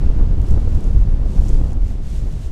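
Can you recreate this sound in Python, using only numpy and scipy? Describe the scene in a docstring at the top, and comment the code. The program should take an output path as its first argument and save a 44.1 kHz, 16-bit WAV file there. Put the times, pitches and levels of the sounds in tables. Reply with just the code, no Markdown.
"""Wind buffets a camera microphone on a paraglider above a wooded hillside.
From the start, eddies thump on the housing as deep swell and rumble, and shed a rough flutter.
Air hisses throughout with a trace of whistle: shaped noise and a wavering sine.
From about 0.4 s, fabric rustles (friction noise with crackles) and lines tick (decaying noise snaps).
Near 1.8 s a last strong thump lands, then the flow eases to the end."""
import sys
import numpy as np
from scipy import signal
from scipy.fft import rfft, irfft
from scipy.io import wavfile
from scipy.ndimage import uniform_filter1d

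SR = 44100
rng = np.random.default_rng(int(sys.argv[2]) if len(sys.argv) > 2 else 0)


def dump_mix(stems):
    """Bounce the given channels to the path in sys.argv[1] as a 16-bit WAV at rate SR."""
    frames = np.atleast_2d(stems).T  # one column per channel
    limited = np.clip(frames, -1, 1)  # hard clip at full scale
    pcm = np.round(limited * 32767).astype(np.int16)
    wavfile.write(sys.argv[1], SR, pcm)


N = 110691
T = np.arange(N) / SR  # s

# hiss of the passing air: t/s, level/dB
AIR_LEVEL = [(0, -49.5), (.35, -52.5), (1.1, -52.5), (1.8, -55), (2.51, -54.5)]
# snaps of lines and fittings: t/s, peak level/dB
TICKS = [(0.4169, -33.5), (.4858, -36), (0.5092, -34), (.511, -35), (.5205, -39), (.751, -35.5),
         (0.8072, -35), (0.8418, -34), (1.467, -39), (1.4847, -29), (1.4919, -29.5), (1.72, -41),
         (1.732, -34.5), (2.07, -40), (2.103, -39), (2.326, -36)]
# fabric and lines sliding: start t/s, length t/s, friction level/dB at full motion
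RUBS = [(0.429, 0.12, -55), (0.562, 0.17, -58), (0.718, 0.19, -58), (0.912, 0.14, -61),
        (1.267, 0.18, -53.5), (1.451, 0.12, -50.5), (1.589, 0.15, -57.5), (1.824, 0.14, -56),
        (2.041, 0.19, -51), (2.25, 0.15, -56), (2.403, 0.087, -52)]
# airflow at the microphone: t/s, low-end level/dB (before the swell and rumble trims), flutter level/dB
FLOW = [(0, -15, -30), (.22, -12, -31), (.33, -15.5, -32.5), (.62, -15, -30), (.87, -15, -32),
        (1.1, -13.5, -33), (1.4, -15, -29.5), (1.65, -14, -31), (1.85, -20, -34.5), (2.03, -20, -38.5),
        (2.25, -18, -35), (2.51, -20.5, -38.5)]
# single eddies: centre t/s, half-width t/s (to 1/e^2 of the dB change),
# then change of swell level/dB, rumble level/dB, flutter level/dB
GUSTS = [(0.089, 0.037, 8, 2, 3), (0.202, 0.028, 6, -4, 7.5), (0.308, .012, 5, 4, 4.5),
         (0.406, .035, 8.5, 9, 4.5), (0.524, 0.062, 8.5, 4.5, 2.5), (0.574, 0.011, -1, 9.5, 7.5),
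         (0.75, 0.059, 4, 3.5, -0.5), (0.981, 0.074, 2, 8.5, 1.5), (1.397, 0.016, 8, 4.5, 1.5),
         (1.535, 0.041, 11, -3, 1.5), (1.843, 0.052, 14, -2, -1)]

# noise outlines, relative, since each noise is scaled to rms 1: f/Hz, level/dB
AIR_SPECTRUM = [(400, -1), (1500, 1), (2700, -3), (4500, -6.5), (7000, -11), (10000, -16), (14000, -29),
                (16000, -45)]
TICK_SPECTRUM = [(2000, -23), (4500, -5), (6900, 4), (8600, -2.5), (10500, -5), (13000, -22), (16000, -31)]
RUSTLE_SPECTRUM = [(600, -8), (1500, -2.5), (2600, 1), (4500, 0), (7000, 0.5), (9000, -3.5), (11000, -9.5),
                   (13500, -11.5), (15500, -33)]
FLUTTER_SPECTRUM = [(50, -20.5), (110, -1.5), (170, 1), (300, -6.5), (500, -13), (800, -21), (1300, -30),
                    (2000, -42), (4000, -57.5), (9000, -77)]
RUMBLE_SPECTRUM = [(15, -9), (35, -0.5), (56, -1.5), (80, -5), (120, -10.5), (170, -19), (300, -36),
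                   (1000, -90.5)]
SWELL_SPECTRUM = [(6, -14), (14, -1), (30, 0), (42, -5), (70, -20), (150, -50), (600, -110)]

WHISTLE_HZ, WHISTLE_DB = 2770, -74
TICK_DECAY_S = 0.00033  # fall to 1/e
RUB_ATTACK_S, RUB_RELEASE_S, RUB_FLICKER_DB = 0.087, 0.088, 1.0
CRACKLE_PER_S, CRACKLE_SPREAD_DB = 630, 5
CRACKLE_DB = -6.5  # against the friction
SWELL_DB, RUMBLE_DB = -1, -4  # trims on the low-end level of the flow
STEADY_S = 0.15  # span over which swell and rumble keep their strength
EDDY_HZ, EDDY_DB = 110.6, 1  # rate and depth of the flutter's flicker
PRESSURE_DB = 3  # flutter flare per spread of low-end pressure
TOP_HZ = 15000


def undb(db):
    """Decibels to gain."""
    return 10 ** (np.asarray(db) / 20)


def unit(x):
    """Scale to a spread of 1, which is rms 1 for a centred signal."""
    return x / (np.std(x) + 1e-12)


def curve(table, axis=1):
    """One column of a table, joined by straight lines in time."""
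    rows = np.array(table)
    return np.interp(T, rows[:, 0], rows[:, axis])


def colour(x, spectrum):
    """Filter by an outline in dB, interpolated over log frequency."""
    hz, db = np.array(spectrum).T
    f = np.maximum(np.fft.rfftfreq(N, 1 / SR), 1)
    gain = undb(np.interp(np.log(f), np.log(hz), db))
    return irfft(rfft(x) * gain, N)


def noise(spectrum):
    """Coloured noise of rms 1."""
    return unit(colour(rng.standard_normal(N), spectrum))


def walk(rate):
    """Smooth random wandering of spread 1, with `rate` new targets a second."""
    step = (T * rate).astype(int)
    targets = rng.standard_normal(N)[step]
    return unit(uniform_filter1d(targets, max(int(SR / rate), 2)))


def steady(x):
    """Hold the short-term strength of a turbulent signal near 1."""
    size = int(STEADY_S * SR)
    power = uniform_filter1d(x ** 2, size=size)
    return x / np.sqrt(uniform_filter1d(power, size=size // 2))


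def air():
    """Smooth turbulent hiss of the passing air, with a faint whistle wavering in pitch and level."""
    hiss = noise(AIR_SPECTRUM) * undb(curve(AIR_LEVEL))
    hz = WHISTLE_HZ * (1 + .001 * walk(25))
    tone = np.sin(2 * np.pi * np.cumsum(hz) / SR)
    whistle = unit(tone * undb(3 * walk(4.6)))
    return hiss + whistle * undb(WHISTLE_DB)


def ticks():
    """Lines and fittings snap: tiny dry bursts of noise that die at once."""
    out, grain = np.zeros(N), noise(TICK_SPECTRUM)
    for at, peak_db in TICKS:
        age = np.maximum(T - at, 0)
        snap = grain * (T >= at) * np.exp(-age / TICK_DECAY_S)
        out = out + undb(peak_db) * snap / np.abs(snap).max()
    return out


def rustle():
    """Each slide of fabric swells and fades: fine friction noise with random crackles in it."""
    motion = np.zeros(N)
    for start, length, db in RUBS:
        # both ramps are centred on the edges of the slide
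        rise = np.clip((T - start) / RUB_ATTACK_S + .5, 0, 1)
        fall = np.clip((start + length - T) / RUB_RELEASE_S + .5, 0, 1)
        motion = motion + undb(db) * rise * fall
    boost_db = CRACKLE_SPREAD_DB * np.minimum(rng.exponential(size=N), 2)
    sizes = rng.standard_normal(N) * undb(boost_db)
    struck = rng.random(N) < CRACKLE_PER_S / SR
    crackle = unit(colour(sizes * struck, RUSTLE_SPECTRUM))
    friction = noise(RUSTLE_SPECTRUM)
    flicker = undb(RUB_FLICKER_DB * walk(29))
    return motion * flicker * (friction + undb(CRACKLE_DB) * crackle)


def wind():
    """Large eddies swell, smaller ones rumble, and a flutter flares with each swing of pressure."""
    swell_db = rumble_db = curve(FLOW, axis=1)
    flutter_db = curve(FLOW, axis=2)
    for at, length, deep_db, low_db, high_db in GUSTS:
        bump = np.exp(-2 * ((T - at) / length) ** 2)
        swell_db = swell_db + deep_db * bump
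        rumble_db = rumble_db + low_db * bump
        flutter_db = flutter_db + high_db * bump
    swell = steady(noise(SWELL_SPECTRUM))
    rumble = steady(noise(RUMBLE_SPECTRUM))
    pressure = np.abs(unit(swell + rumble))
    flare_db = EDDY_DB * walk(EDDY_HZ) + PRESSURE_DB * pressure
    flutter = unit(noise(FLUTTER_SPECTRUM) * undb(flare_db))
    low_end = swell * undb(swell_db + SWELL_DB) + rumble * undb(rumble_db + RUMBLE_DB)
    return low_end + flutter * undb(flutter_db)


def scene():
    """Air, rigging and wind summed at one microphone."""
    return (air() + ticks() + rustle() + wind())[None]


def record(dry):
    """The camera softly rounds the largest swings towards full scale, then cuts the top."""
    rounded = dry / (1 + dry ** 6) ** (1 / 6)
    # order 8, 0.2 dB ripple, 70 dB rejection
    top_cut = signal.ellip(8, .2, 70, TOP_HZ, fs=SR, output="sos")
    return signal.sosfilt(top_cut, rounded)


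dry = scene()
out = record(dry)
dump_mix(out)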